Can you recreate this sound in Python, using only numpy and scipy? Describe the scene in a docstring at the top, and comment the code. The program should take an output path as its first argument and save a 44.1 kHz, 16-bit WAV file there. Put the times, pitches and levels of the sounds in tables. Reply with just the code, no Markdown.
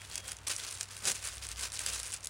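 """In a small shop, stiff, silky embroidered cloth is gathered and rearranged.
Each pull drags cloth over cloth: filtered random clicks make a swish of thread slips with sharper crinkles.
Folds buckle in resonant noise bursts, and loose cloth flops in dull puffs of shaped noise.
Behind it are a low electrical hum and a swelling rumble (sines), coloured air noise and, at first,
a faint thin whistle (a wandering sine)."""
import sys
import numpy as np
from scipy import signal
from scipy.fft import rfft, irfft, next_fast_len
from scipy.io import wavfile

SR = 44100
rng = np.random.default_rng(int(sys.argv[2]) if len(sys.argv) > 2 else 0)


def inscribe(sig):
    """Save sig as 16-bit PCM at rate SR to the path in sys.argv[1].

    A 1-D sig is mono; a 2-D sig holds one channel per row.
    Samples are clipped to [-1, 1] before scaling.
    """
    pcm = np.round(np.clip(np.atleast_2d(sig).T, -1, 1) * 32767)
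    wavfile.write(sys.argv[1], SR, pcm.astype(np.int16))


N = 101209
TIME = np.arange(N) / SR

# spectral density of crinkling and buckling cloth, scaled to unit power: columns (f/Hz, level per Hz/dB)
CRINKLE_SPECTRUM = [(100, -11), (600, -6), (1400, -3), (2600, -1.5), (5000, -2), (7500, -0.5), (9900, 1),
                    (11600, -12), (15500, -16.5)]


def from_db(db):
    """Decibel definition: amplitude gain is ten to the power dB / 20."""
    return 10 ** (np.asarray(db) / 20)


def rms_one(x):
    """Normalisation: scale to unit mean-square power."""
    return x / np.sqrt(np.mean(x ** 2) + 1e-20)


def colour(x, spectrum):
    """Minimum-phase filtering: the folded cepstrum makes the filter causal; white noise keeps its power."""
    size = next_fast_len(2 * N)
    hz, db = np.transpose(spectrum)
    grid = np.maximum(np.arange(size // 2 + 1) * SR / size, 1)
    gain = rms_one(from_db(np.interp(np.log(grid), np.log(hz), db)))
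    cepstrum = irfft(np.log(gain), size)
    cepstrum[1:size // 2] *= 2
    cepstrum[size // 2 + 1:] = 0
    response = np.exp(rfft(cepstrum))
    return irfft(rfft(x, size) * response, size)[:N]


def resonate(x, hz, width_hz):
    """Damped resonance: a two-pole filter with about unit gain at its peak."""
    r = np.exp(-np.pi * width_hz / SR)
    numerator = np.array([1, 0, -1]) * (1 - r * r) / 2
    denominator = [1, -2 * r * np.cos(2 * np.pi * hz / SR), r * r]
    return signal.lfilter(numerator, denominator, x + 1e-18)


def drift(rate_hz):
    """Slow random modulation: white noise low-passed at rate_hz, with unit RMS."""
    low_pass = signal.butter(2, rate_hz, fs=SR, output="sos")
    slow = signal.sosfilt(low_pass, rng.standard_normal(N + SR))
    return rms_one(slow[SR:])  # the filter settles during the discarded second


def background():
    """Superposition: broadband room air, a steady sine hum and a frequency-modulated low rumble."""
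    # room-air spectral density, scaled to unit power: columns (f/Hz, level per Hz/dB)
    air_spectrum = [(25, -12), (45, 8.5), (90, 8.5), (290, -7.5), (480, -4), (1300, -2.5), (4000, -12),
                    (9000, -35)]
    # rumble level before its trim: columns (t/s, level/dB)
    rumble_levels = [(0.0, -64), (0.44, -57.5), (0.53, -73), (1.03, -63), (1.57, -48.5), (1.78, -60),
                     (1.91, -50.5), (2.29, -66)]
    air_db, hum_hz, hum_db = -57, 96.9, -60
    rumble_hz, rumble_wander_hz, rumble_trim_db = 60.6, 1.74, -0.5  # wander is the RMS deviation

    air = from_db(air_db) * colour(rng.standard_normal(N), air_spectrum)
    hum = from_db(hum_db) * rms_one(np.sin(2 * np.pi * hum_hz * TIME))
    frequency = rumble_hz + rumble_wander_hz * drift(rate_hz=11.0)
    phase = 2 * np.pi * np.cumsum(frequency) / SR
    level_db = rumble_trim_db + np.interp(TIME, *np.transpose(rumble_levels))
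    rumble = from_db(level_db) * rms_one(np.sin(phase))
    return air + hum + rumble


def whistle():
    """Frequency and amplitude modulation: a thin sine wanders in pitch and flickers in level."""
    # whistle level: columns (t/s, level/dB)
    whistle_levels = [(0, -56), (.07, -77), (.12, -56), (.3, -58), (.4, -83)]
    whistle_hz, wander_hz, flicker_db = 3270, 27.5, 3  # wander and flicker are RMS deviations

    frequency = whistle_hz + wander_hz * drift(rate_hz=60)
    phase = 2 * np.pi * np.cumsum(frequency) / SR
    tone = rms_one(np.sin(phase) * from_db(flicker_db * drift(rate_hz=32)))
    return from_db(np.interp(TIME, *np.transpose(whistle_levels))) * tone


def random_clicks(per_s, spread_db, size_limit):
    """Random impulse process: uneven clicks of either sign, with even power at any rate."""
    chance = np.clip(per_s / SR, 1e-5, 1)
    sizes = from_db(spread_db * np.minimum(rng.exponential(1, N), size_limit))
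    signed = sizes * rng.choice([-1, 1], N)
    return signed * (rng.random(N) < chance) / np.sqrt(chance)


def grains(per_s, spread_db):
    """Impulse excitation: each thread slip clicks and briefly rings one of twelve resonances."""
    ring_q, ring_db = 11, -3.5
    clicks = random_clicks(per_s, spread_db, size_limit=3.5)
    pitches = np.geomspace(1800, 10000, 12)
    dealt = rng.integers(0, len(pitches), N)
    rings = sum(resonate(clicks * (dealt == k), hz, hz / ring_q) for k, hz in enumerate(pitches))
    return rms_one(clicks / 2 + from_db(ring_db) * rings)


def crinkles(per_s, spread_db):
    """Burst excitation: each tiny crease clicks and slips, exciting one of ten damped resonances."""
    burst_s, ring_q, ring_db, click_db = 0.00047, 2.4, 8.5, 2  # burst_s sets the decay of burst power
    clicks = random_clicks(per_s, spread_db, size_limit=3)
    pitches = np.geomspace(4200, 10000, 10)
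    dealt = rng.integers(0, len(pitches), N)
    r = np.exp(-1 / (burst_s * SR))
    out = 0
    for k, hz in enumerate(pitches):
        own = clicks * (dealt == k)
        burst_power = signal.lfilter([1], [1, -2 * r, r * r], own ** 2 + 1e-18)
        burst = (1 - r) * np.sqrt(burst_power) * rng.standard_normal(N)
        force = burst + from_db(click_db) * own
        out = out + force / 2 + from_db(ring_db) * resonate(force, hz, hz / ring_q)
    return rms_one(out)


def rustle():
    """Stick-slip friction: each pull swells and fades, driving both thread slips and crinkles."""
    # pulls of the cloth, before the swish and crinkle gains:
    # columns (peak t/s, rise t/s, fall t/s, level/dB, crinkle level relative to the pull/dB)
    pulls = [(0.018, 0.015, 0.066, -46, -26), (0.149, 0.063, 0.063, -43.5, -1),
             (0.18, 0.0036, 0.0046, -35, 5.5), (0.286, 0.045, 0.054, -41.5, -5),
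             (0.319, 0.00086, 0.0037, -36.5, 3), (0.469, .002, 0.038, -37, 2),
             (0.501, 0.0063, 0.046, -31.5, -2.5), (.586, 0.013, 0.042, -39.5, 0.5),
             (0.636, 0.027, 0.027, -39, -4.5), (0.68, 0.0091, .004, -43, 3),
             (.695, 0.044, 0.12, -42.5, 0.5), (.812, 0.0049, 0.0046, -37, -8), (.815, 0.029, .042, -46, -4),
             (.94, 0.056, 0.095, -46.5, -4), (1.066, 0.044, 0.011, -37.5, -5.5),
             (1.081, 0.023, 0.038, -27, 1), (1.152, 0.01, 0.049, -39.5, -2), (1.265, 0.053, .05, -39, -3),
             (1.331, 0.028, 0.091, -46, 0), (1.434, .016, .033, -39.5, -2.5),
             (1.515, 0.036, 0.029, -41.5, -16), (1.601, 0.035, 0.032, -40, -2.5),
             (1.649, 0.041, 0.037, -37, -3.5), (1.756, 0.047, 0.039, -44.5, 3.5),
             (1.812, .023, 0.068, -37.5, -.5), (1.87, 0.014, 0.048, -34.5, -2.5),
             (1.951, 0.038, 0.029, -36, 1.5), (2.002, 0.025, 0.019, -39, 0),
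             (2.05, 0.027, 0.07, -40.5, 0.5), (2.139, 0.014, 0.033, -42.5, 4),
             (2.248, 0.021, .012, -47.5, 7)]
    # spectral density of the swish, scaled to unit power: columns (f/Hz, level per Hz/dB)
    swish_spectrum = [(130, -17.5), (300, -7.5), (500, -3.5), (800, -7), (1100, 0.5), (2000, -1),
                      (4000, -0.5), (7000, -1), (9700, -1), (11900, -14), (15500, -12.5)]
    creep_db, creep_crinkle_db = -57, -71  # the cloth never lies quite still
    ordinary_pull_db, rate_follows = -40, .9  # harder pulls slip and crinkle faster
    slips_per_s, slip_spread_db, swish_db = 9000, 3, -5.5  # rates are for an ordinary pull
    crinkles_per_s, crinkle_spread_db, crinkle_gain_db = 330, 1.5, -6.5
    catch_hz, catch_db = 67.6, 2  # the cloth catches and lets go as it slides

    swish_power, crinkle_power = from_db(creep_db) ** 2, from_db(creep_crinkle_db) ** 2
    for s, rise_s, fall_s, db, crinkle_db in pulls:
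        pull = from_db(db) * np.exp(-((TIME - s) / np.where(TIME < s, rise_s, fall_s)) ** 2)
        swish_power = swish_power + pull ** 2
        crinkle_power = crinkle_power + (pull * from_db(crinkle_db)) ** 2
    effort = np.sqrt(swish_power)
    strength = effort / from_db(ordinary_pull_db)
    pace = strength ** rate_follows
    catching = from_db(catch_db * drift(catch_hz))
    slips = grains(slips_per_s * pace, slip_spread_db)
    swish = colour(effort * catching * slips, swish_spectrum)
    creasing = crinkles(crinkles_per_s * pace, crinkle_spread_db)
    creases = colour(np.sqrt(crinkle_power) * catching * creasing, CRINKLE_SPECTRUM)
    return from_db(swish_db) * swish + from_db(crinkle_gain_db) * creases


def snaps():
    """Buckling: a fold gives way with a click and a burst of slips, then crackles faintly as it settles."""
    # folds that buckle, before filtering and the common gain: columns (t/s, level/dB, resonance f/Hz)
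    buckles = [(0.0175, -23.5, 1760), (0.1562, -15, 7300), (.28, -21, 7500), (.368, -29.5, 6050),
               (.387, -28.5, 4960), (0.478, -19.5, 5360), (0.516, -21, 7800), (.537, -33, 8700),
               (0.564, -18, 7640), (.689, -25, 6700), (0.708, -29, 7800), (.81, -12.5, 4000),
               (0.8307, -19, 6170), (.913, -26.5, 8200), (.967, -21.5, 5640), (0.9773, -27.5, 7560),
               (1.054, -12, 7350), (1.1173, -13, 8050), (1.151, -24.5, 7200), (1.1664, -28, 6400),
               (1.241, -22, 7350), (1.273, -20.5, 8200), (1.381, -23.5, 5430), (1.424, -29, 5100),
               (1.451, -22, 5400), (1.468, -22.5, 6260), (1.489, -20.5, 7000), (1.516, -20, 5250),
               (1.56, -26.5, 4500), (1.61, -26, 7540), (1.625, -22.5, 9000), (1.72, -21.5, 7600),
               (1.7289, -30, 7500), (1.792, -12.5, 6160), (1.863, -10, 7040), (1.946, -23, 6900),
               (2.0315, -19.5, 8050), (2.1205, -22, 7600), (2.127, -19, 6700), (2.138, -19, 7950),
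               (2.1453, -27, 7600), (2.207, -32, 6500), (2.2455, -22, 8300), (2.2711, -15, 8400)]
    burst_s, burst_db = 0.00062, -8
    settle_s, crackle_db = 0.0032, -19
    ring_q, ring_db, snap_db = 1.7, -0.5, 1.5

    out = np.zeros(N + SR)
    t = TIME[:SR // 20]
    shape = from_db(burst_db) * np.exp(-t / burst_s) + from_db(crackle_db) * np.exp(-t / settle_s)
    for s, db, hz in buckles:
        force = shape * rng.standard_normal(len(t)) * np.sqrt(rng.exponential(1, len(t)))
        force[0] = 1  # the opening click
        force = force / np.linalg.norm(force)
        ring = 2 * from_db(ring_db) * resonate(force, hz, hz / ring_q)
        start = int(s * SR)
        out[start:start + len(t)] += from_db(db) * (force / 2 + ring)
    # a small fold radiates little bass
    out = signal.sosfilt(signal.butter(2, 1200, "high", fs=SR, output="sos"), out)
    return from_db(snap_db) * colour(out, CRINKLE_SPECTRUM)


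def flops():
    """Air displacement: loose, falling cloth pushes air in soft, dull puffs of noise."""
    # puffs: columns (peak t/s, level/dB)
    puffs = [(.185, -60), (.29, -61), (1.082, -46), (1.9, -61)]
    # spectral density of the puffs, scaled to unit power: columns (f/Hz, level per Hz/dB)
    puff_spectrum = [(60, -22), (160, -1), (290, -7.5), (520, -2), (800, -5.5), (2000, -63)]
    puff_s = 0.041  # from the peak to 1/e of its amplitude
    push = sum(from_db(db) * np.exp(-((TIME - s) / puff_s) ** 2) for s, db in puffs)
    return colour(push * rng.standard_normal(N), puff_spectrum)


def shop(x):
    """Diffuse reverberation: convolution with decaying noise, short as in a room lined with cloth."""
    t60_s = 0.13
    t = TIME[:SR // 2]
    decay = from_db(-60 * t / t60_s) * (t > .003)  # reflections begin after 3 ms
    tail = rng.standard_normal(len(t)) * decay
    return signal.fftconvolve(x, tail / np.linalg.norm(tail))[:N]


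def scene():
    """Linear superposition: resonance-coloured cloth and its reverberation over the background."""
    # resonances that colour all the cloth: columns (f/Hz, bandwidth/Hz, level/dB)
    presence = [(1547, 51, -0.5), (2590, 420, -7), (4870, 160, -12.5)]
    room_db = -16
    cloth = rustle() + snaps() + flops()
    cloth = cloth + sum(from_db(db) * resonate(cloth, hz, width_hz) for hz, width_hz, db in presence)
    return (cloth + from_db(room_db) * shop(cloth) + background() + whistle())[None]


def record(dry):
    """Band limitation: a high-pass cuts the deepest bass and an elliptic low-pass the top."""
    bass_cut_hz, top_cut_hz = 38, 15800
    dry = signal.sosfilt(signal.butter(4, bass_cut_hz, "high", fs=SR, output="sos"), dry)
    return signal.sosfilt(signal.ellip(12, .1, 70, top_cut_hz, fs=SR, output="sos"), dry)


dry = scene()
out = record(dry)
inscribe(out)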